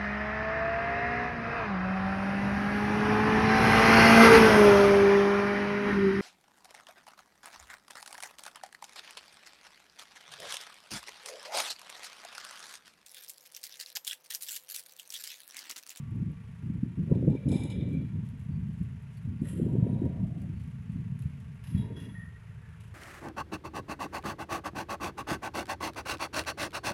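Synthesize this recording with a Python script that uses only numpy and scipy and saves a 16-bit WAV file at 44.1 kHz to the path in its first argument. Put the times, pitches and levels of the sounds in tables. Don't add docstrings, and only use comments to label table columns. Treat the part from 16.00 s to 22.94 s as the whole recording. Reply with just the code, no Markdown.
import sys
import numpy as np
from scipy import signal
from scipy.fft import rfft, irfft, next_fast_len
from scipy.io import wavfile
from scipy.ndimage import uniform_filter1d, map_coordinates

SR = 44100
rng = np.random.default_rng(int(sys.argv[2]) if len(sys.argv) > 2 else 0)


def wav_record(signal):
    frames = np.transpose(np.atleast_2d(signal))
    bounded = np.clip(frames, -1, 1)
    quanta = np.round(bounded * 32767).astype(np.int16)
    wavfile.write(sys.argv[1], SR, quanta)


N = 306054


def amp(db):
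    return 10 ** (np.asarray(db) / 20)


def unit(x):
    return x / np.sqrt(np.mean(x ** 2) + 1e-20)


def clock():
    return np.arange(N) / SR


def wobble(rate):
    return map_coordinates(rng.standard_normal(int(N * rate / SR) + 4), [clock() * rate])


def filtered(x, response):
    m = next_fast_len(N + SR // 4)
    return irfft(rfft(x, m) * response(np.fft.rfftfreq(m, 1 / SR)), m)[:N]


def noise(spectrum, drive=1):
    f, db = np.transpose(spectrum)
    source = drive * rng.standard_normal(N)
    return unit(filtered(source, lambda hz: amp(np.interp(np.log(hz + 1), np.log(f), db))))


def resonance(centre_hz, width):
    m = next_fast_len(N, real=True)
    detuning = (np.fft.rfftfreq(m, 1 / SR) - centre_hz) / (1.29 * width)
    drive = rng.standard_normal(len(detuning)) + 1j * rng.standard_normal(len(detuning))
    return unit(irfft(drive / (1 + detuning ** 2) ** 2, m)[:N])


def bank(modes):
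    return sum(amp(db) * resonance(hz, width) for hz, width, db in modes)


def even(x, seconds):
    return x / np.sqrt(np.abs(uniform_filter1d(x ** 2, int(seconds * SR))) + 1e-9)


def held(start, length, attack, t60):
    t = clock() - start
    return np.clip(t / attack, 0, 1) * amp(-60 * np.maximum(t - length, 0) / t60)


def decays(hits, t60):
    s, db = np.transpose(hits)
    energy = np.bincount(np.round(s * SR).astype(int), amp(db) ** 2, N)[:N]
    retained = amp(-60 / (t60 * SR)) ** 2
    return np.sqrt(signal.lfilter([1], [1, -retained], energy) + 1e-20)


def engine():
    # multiple of the firing rate, level/dB
    harmonics = [(3, -55), (4, -50.5), (5, -54.5), (6, -59)]
    # f/Hz, relative level/dB
    rumble_spectrum = [(20, -25.5), (45, 1.5), (75, 7), (140, 5.5), (220, -13.5), (300, -42), (800, -120)]
    clatter_spectrum = [(590, -26), (1000, -2.5), (1300, -4), (1900, -0.5), (2700, -3.5), (3300, -10),
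                        (4200, -16.5), (5500, -18), (7200, -18.5), (8700, -22.5), (10200, -16.5),
                        (11200, -23), (12800, -28), (15500, -40.5)]
    # f/Hz, width/Hz, relative level/dB
    bay_modes = [(428.4, 68, -0.5), (648, 110, -5.5), (878, 77, -7.5), (1127, 41, -10), (1400, 74, -23),
                 (1586, 46, -11)]
    firing_hz = 27.35
    cycles = np.cumsum(firing_hz * (1 + 0.0044 * wobble(3))) / SR
    pipe = 0
    for k, db in harmonics:
        pipe += amp(db + 1 + 2.5 * wobble(17)) * np.sin(2 * np.pi * (k * cycles + rng.random()))
    throb = unit(1 + 1.2 * np.exp(-(cycles % 1) / 0.91))
    drift = amp(.5 * wobble(7))
    clatter = amp(-66) * drift * throb * noise(clatter_spectrum)
    bay = amp(-68.5) * throb * unit(bank(bay_modes))
    rumble = amp(-52.5) * noise(rumble_spectrum, throb)
    return pipe + rumble + clatter + bay


def whine():
    # f/Hz, width/Hz, level/dB
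    tones = [(904, 9.1, -83), (955, 5, -80), (1174, 18, -85.5), (1390, 26, -80.5)]
    fade_db = np.interp(clock(), [0, .5, 1, 1.06], [-70.5, -76.5, -98, -120])
    fading = amp(fade_db) * even(resonance(1146, 1.6), 0.07)
    return bank(tones) + fading


def wind():
    # t/s, level/dB
    breeze = [(0.0, -38.5), (0.48, -47), (1.41, -41.5), (1.59, -35), (2.3, -39.5), (2.95, -40),
              (3.02, -48.5), (3.56, -34.5), (4.53, -37), (4.86, -42), (5.44, -42.5), (5.65, -49),
              (5.71, -37), (6.3, -45.5), (6.33, -56), (6.94, -53.5)]
    # t/s, length/s, large-eddy level/dB, small-eddy level/dB
    gusts = [(0.11, 0.19, -34, -48.5), (0.623, 0.16, -35, -50), (0.83, 0.093, -38.5, -49.5),
             (0.968, 0.064, -29, -42.5), (1.072, 0.26, -30, -36), (1.111, 0.017, -29, -28.5),
             (1.267, 0.014, -20.5, -25), (1.45, 0.093, -28.5, -34.5), (1.507, 0.018, -43, -31),
             (1.603, 0.041, -44, -36), (1.75, 0.28, -33.5, -40), (2.117, 0.1, -33, -52.5),
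             (2.476, 0.22, -34, -59.5), (2.797, 0.028, -30, -56.5), (3.25, 0.09, -33.5, -54.5),
             (3.413, 0.016, -33.5, -40), (3.575, 0.318, -31, -38.5), (3.908, 0.057, -31.5, -40),
             (4.015, 0.049, -30, -35), (4.181, 0.073, -32.5, -47.5), (4.308, 0.19, -44, -52),
             (4.934, 0.067, -33.5, -53.5), (5.035, 0.25, -38.5, -67), (5.743, 0.057, -29.0, -47.5),
             (5.783, 0.31, -64, -51)]
    # f/Hz, relative level/dB
    large_spectrum = [(20, -36.5), (32, -30), (45, -18), (80, -5), (120, 1.5), (180, -1.5), (235, -10),
                      (290, -21.5), (380, -56), (700, -92)]
    small_spectrum = [(120, -45), (200, 5), (260, 8.5), (360, -1), (450, -14), (560, -20.5), (750, -54),
                      (1200, -82)]
    breeze_db = np.interp(clock(), *np.transpose(breeze))
    small_growth = 4.66
    large_power = amp(breeze_db) ** 2
    small_power = amp(-78.5 + small_growth * (breeze_db - breeze_db.mean())) ** 2
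    for start, length, large_db, small_db in gusts:
        gust = held(start, length, attack=0.0093, t60=0.19)
        large_power += (amp(large_db) * gust) ** 2
        small_power += (amp(small_db) * gust) ** 2
    lumps = amp(2.42 * wobble(70))
    rumble = np.sqrt(large_power) * even(noise(large_spectrum, lumps), 0.058)
    rumble = filtered(rumble, lambda hz: 1 / (1 + (hz / 275) ** 14))
    small_eddies = even(noise(small_spectrum, lumps * amp(3.8 * wobble(30))), 0.064)
    flutter = amp(1.5) * np.sqrt(small_power) * small_eddies
    tearing = small_power / (small_power + amp(-35) ** 2)
    tiny_eddies = unit(amp(3.1 * wobble(120))) * resonance(457, 180)
    return rumble + flutter + amp(-10) * tearing * np.sqrt(small_power) * tiny_eddies


def thumps():
    # t/s, level/dB, centre f/Hz
    eddies = [(0.227, -20.5, 184), (0.703, -21, 190), (0.835, -15.5, 191), (1.002, -26, 125),
              (1.119, -17.5, 330), (1.125, -11.5, 132), (1.228, -24.5, 392), (1.279, -18, 394),
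              (1.284, -9, 148), (1.353, -21, 318), (1.469, -18.5, 187), (1.482, -18.5, 230),
              (1.528, -24, 370), (1.56, -16.5, 230), (1.973, -19.5, 190), (2.814, -25.5, 180),
              (3.255, -22, 133), (3.279, -20.5, 157), (3.421, -20, 218), (3.6, -21, 330),
              (3.631, -19.5, 184), (3.667, -21, 305), (3.755, -21.5, 336), (3.788, -14, 150),
              (3.83, -13, 141), (3.868, -21.5, 355), (3.92, -24.5, 198), (3.979, -26, 200),
              (4.022, -19, 273), (4.042, -23, 287), (4.214, -27, 170), (4.241, -24.5, 140), (4.9, -24, 148),
              (4.963, -28, 182), (5.126, -26, 141), (5.26, -21, 130), (5.752, -15.5, 144),
              (6.499, -32.5, 120)]
    out = np.zeros(N)
    for s, db, hz in eddies:
        phase = 2 * np.pi * hz * (clock() - s)
        out -= amp(db) * np.sin(phase) * np.exp(-(phase / 4.16) ** 2)
    return out


def drones():
    # t/s, length/s, f/Hz, width/Hz, level/dB
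    swells = [(1.07, 0.95, 482, 130, -51.5), (1.273, 0.1, 860, 190, -57.5), (1.47, 0.27, 850, 170, -56),
              (1.103, .09, 966, 90, -61.5), (3.42, 0.16, 514, 94, -56.5), (3.57, .63, 464, 190, -50.5),
              (3.59, 0.88, 652, 116, -59.5), (3.62, 0.62, 948, 53, -61.5), (3.4, 0.39, 380, 120, -62),
              (5.78, 0.302, 418, 59, -53), (5.767, 0.32, 606, 90, -65), (5.757, 0.19, 933, 68, -62)]
    crest, sag_db = 0.49, 6
    out = 0
    for s, length, hz, width, db in swells:
        off_crest = (2 * ((clock() - s) / length - crest)) ** 2
        drone = even(resonance(hz, width), .1)
        out += held(s, length, attack=0.015, t60=0.09) * amp(db - sag_db * off_crest) * drone
    flicker = unit(amp(1.8 * wobble(45)))
    return flicker * out


def ironwork(hits, modes, crack_db, crack_t60, clash_db, clash_t60, ring_db):
    # f/Hz, relative level/dB
    crack_spectrum = [(1000, -0.5), (3000, 3.5), (4500, -7), (6000, -6.5), (7000, -8), (9000, -10.5),
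                      (11000, -5), (12500, -9), (13500, -17.5), (15500, -24)]
    s, level, tilt = np.transpose(hits)
    out = amp(crack_db) * decays(np.c_[s, level + tilt / 2], crack_t60) * noise(crack_spectrum)
    lag = np.exp(-1 / (0.0028 * SR))
    for hz, width, db, t60 in modes:
        blows = np.c_[s, level + db + tilt * np.log2(hz / 5000) + rng.normal(0, 1, len(s))]
        ring = signal.lfilter([1 - lag], [1, -lag], decays(blows, t60))
        out += amp(ring_db) * ring * resonance(hz, width)
        out += amp(clash_db) * decays(blows, clash_t60) * resonance(hz, 2 * width + 100)
    return out * amp(1.5 * wobble(130))


def coupling():
    # t/s, level/dB, tilt/(dB per octave)
    hits = [(1.15, -68.5, -3), (1.299, -65, -4), (1.345, -69, 0), (1.485, -55.5, 5), (1.517, -51, 2),
            (1.527, -57.5, 1), (1.538, -55, -0.5), (1.556, -52, 0.5), (1.58, -59.5, -1),
            (1.592, -58.5, 5.5), (1.605, -60, 1), (1.622, -60, -3), (1.635, -55.5, 6), (1.668, -68, -2),
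            (1.701, -52.5, -3.5), (1.711, -64, -3.5), (1.81, -67, -10)]
    # f/Hz, width/Hz, level/dB, t60/s
    modes = [(1900, 51, -23, 1.2), (2050, 45, -14, 1.2), (2325, 64, -4.5, 0.94), (2700, 50, -17.5, 0.74),
             (2970, 75, -8.5, 0.85), (3335, 46, -8.5, 1.7), (3600, 45, -5.5, 0.87), (3690, 45, -6, 0.85),
             (3800, 50, -10, 0.93), (3985, 70, -7, 1.05), (4480, 90, -22, .25), (5080, 80, -9.5, 0.41),
             (5370, 80, -15, 0.3), (6670, 150, -11.5, 0.33), (7030, 110, -13.5, 0.31),
             (7400, 60, -14, 0.22), (8100, 130, -8.5, 0.24), (8480, 110, -18, .25), (9000, 80, -17.5, .2),
             (9730, 70, -14, 0.5), (9810, 80, -10.5, 0.33), (10250, 60, -8.5, 0.36),
             (10580, 40, -14.5, 0.7), (10900, 160, -14, 0.3)]
    return ironwork(hits, modes, crack_db=-9.5, crack_t60=.1, clash_db=-3, clash_t60=.14, ring_db=-10)


def squeaks():
    modes = {"low": (1866, 52), "middle": (2345, 55), "high": (3348, 52), "keen": (5992, 70),
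             "shrill": (3820, 85), "glassy": (9550, 90), "whistle": (10780, 170), "thin": (10400, 80)}
    # peak t/s, mode name, level/dB, rise/s
    catches = [(1.385, "middle", -62.5, 0.071), (1.53, "middle", -54.5, 0.04), (1.63, "middle", -62, 0.035),
               (1.708, "middle", -57, 0.036), (1.97, "middle", -62, 0.13), (3.91, "glassy", -78.5, 0.06),
               (4.05, "shrill", -80, 0.44), (5.68, "thin", -76, 0.018), (5.8, "whistle", -70.5, .03),
               (5.8, "high", -65, 0.058), (5.82, "shrill", -67.5, 0.045), (6.004, "high", -59, 0.067),
               (6.05, "low", -66.5, 0.16), (6.165, "low", -52, 0.022), (6.235, "low", -58.5, 0.037),
               (6.33, "low", -68, .03), (6.04, "whistle", -70, 0.085), (6.16, "whistle", -72.5, 0.086),
               (6.18, "thin", -77, .1), (6.03, "keen", -77.5, .07)]
    ring_t60, rub_start_s = 0.53, 5.93
    out = amp(-74) * np.clip((clock() - rub_start_s) / 0.046, 0, 1) * resonance(1420, 270)
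    energy = {mode: np.zeros(N) for mode in modes}
    for s, mode, db, rise in catches:
        t = clock() - s
        swell = np.exp(-(np.minimum(t, 0) / rise) ** 2)
        decay = amp(-60 * np.maximum(t, 0) / ring_t60)
        energy[mode] += (amp(db) * swell * decay) ** 2
    for mode, (hz, width) in modes.items():
        out += np.sqrt(energy[mode]) * even(resonance(hz, width), .05)
    return out * amp(3.4 * wobble(50))


def grit():
    # t/s, level/dB, sharpness (0-1)
    ticks = [(1.889, -61, .1), (1.931, -59.5, .7), (2.069, -68, .9), (2.25, -61, 0.2), (2.289, -58.5, 0.9),
             (2.393, -61, .1), (2.437, -62, 0.7), (2.729, -60.5, .9), (2.79, -64, .5), (2.829, -60.5, .6),
             (3.021, -64, .9), (3.127, -60, .1), (3.172, -56, 1), (4.01, -62.5, .2), (4.049, -61, .8),
             (4.267, -62, .5), (4.375, -60, 0), (4.417, -59, .8), (4.597, -60.5, .1), (4.635, -60, .8),
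             (4.703, -61, 0.7), (4.919, -62, .5), (5.191, -55, 0.7), (5.221, -53.5, 0.8), (5.4, -61.5, .4),
             (6.802, -55.5, 0.4), (6.838, -59.5, .3), (6.876, -60, .7)]
    # f/Hz, relative level/dB
    scuff_spectrum = [(1500, -1), (3000, 10), (4500, -3), (6500, 0), (9000, -1), (11000, 0), (13000, -13),
                      (15500, -18)]
    click_spectrum = [(1500, -7), (3000, 0), (4500, -3), (6000, -9), (9000, 0.5), (11000, 4.5),
                      (12500, -6.5), (15500, -14)]
    s, db, sharp = np.transpose(ticks)
    sharp = np.clip(sharp, 0.001, 0.999)
    scuffs = amp(-8.5) * decays(np.c_[s, db + 10 * np.log10(1 - sharp)], t60=0.24)
    scuffs = uniform_filter1d(scuffs, size=260)
    clicks = amp(-6.5) * decays(np.c_[s, db + 10 * np.log10(sharp)], t60=0.055)
    when, strength = rng.random((45, 2)).T
    faint = decays(np.c_[when * (N - 1) / SR, -82 + 8 * strength], t60=0.042)
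    grain = amp(3.2 * wobble(350))
    return grain * (scuffs * noise(scuff_spectrum) + (clicks + faint) * noise(click_spectrum))


def chirps():
    # peak t/s, f/Hz, level/dB, half-length/s, glide/(Hz per s)
    tones = [(2.52, 4600, -76, .012, 0), (2.56, 4600, -76, .018, 0), (3.175, 4550, -75, .01, 0),
             (3.395, 4600, -79, .013, -2), (4.412, 4530, -75, .013, -2), (4.59, 4440, -79, 0.06, -3),
             (5.25, 11000, -75, 0.073, -3), (6.49, 1900, -65, 0.04, -2000),
             (6.677, 1760, -63.5, 0.086, -1200)]
    out = np.zeros(N)
    for s, hz, db, half_length, glide in tones:
        near = np.abs(clock() - s) < .2
        t = clock()[near] - s
        waver = uniform_filter1d(rng.standard_normal(len(t)), size=60)
        phase = 2 * np.pi * np.cumsum(hz + glide * t + 900 * waver) / SR
        out[near] += amp(db) * np.exp(-(t / half_length) ** 2) * np.sin(phase)
    return out * amp(3.4 * wobble(80))


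def chain():
    # t/s, level/dB, tilt/(dB per octave)
    hits = [(3.415, -68, 3.5), (3.445, -58.5, -2), (3.470, -62, 6.5), (3.486, -60, 6.5), (3.5, -64.5, 3),
            (3.52, -62, 0), (3.56, -63.5, -0.5)]
    # f/Hz, width/Hz, level/dB, t60/s
    modes = [(1400, 230, -7.5, 0.91), (1910, 110, -1, 0.48), (2800, 120, -8, 1.1), (3160, 180, -7.5, 1.9),
             (4040, 80, -14, 0.71), (7570, 110, -8.5, 0.93), (7950, 230, -7, 0.4), (8732, 100, -7.5, 0.63),
             (9050, 130, -12, .5), (9572, 150, -6.5, 0.81), (9830, 150, -6, 0.33), (10100, 150, -2.5, 0.35),
             (10700, 170, -10, .3), (11000, 110, -7, 0.55), (11260, 100, -11.5, 0.97),
             (11750, 130, -17, .4), (12270, 130, -18, .3)]
    return ironwork(hits, modes, crack_db=-4.5, crack_t60=.3, clash_db=-9.5, clash_t60=.33, ring_db=-9)


def brake_rigging():
    # t/s, level/dB, tilt/(dB per octave)
    hits = [(5.639, -59.5, 0), (5.669, -61, 5), (5.702, -60.5, 1.5), (5.747, -62, -1.5), (5.777, -62, 0),
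            (5.812, -67, -6), (5.965, -60, -3.5), (6.0, -60, -0.5), (6.04, -64.5, -1)]
    # f/Hz, width/Hz, level/dB, t60/s
    modes = [(954, 41, -7.5, 0.71), (1850, 280, -2.5, 0.87), (2780, 100, -1, 0.37), (3920, 64, -15, 0.8),
             (4495, 50, -19, .6), (8920, 60, -18, 0.45), (4970, 80, -12, 0.56), (5300, 70, -15, .5),
             (9720, 100, -14, 0.68), (10400, 130, -7, 0.45), (10900, 290, -3.5, 0.36),
             (11500, 280, -10, 0.23), (12250, 120, -18, .3)]
    return ironwork(hits, modes, crack_db=-.5, crack_t60=.22, clash_db=-7.5, clash_t60=.15, ring_db=-7)


def scene():
    clanks = coupling() + chain() + brake_rigging()
    yard = clanks + engine() + whine() + drones() + squeaks() + chirps() + grit()
    return (yard + wind() + thumps())[None]


def record(dry):
    cutoff_hz = 15700
    return filtered(dry[0], lambda hz: hz < cutoff_hz)[None]


dry = scene()
out = record(dry)
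wav_record(out)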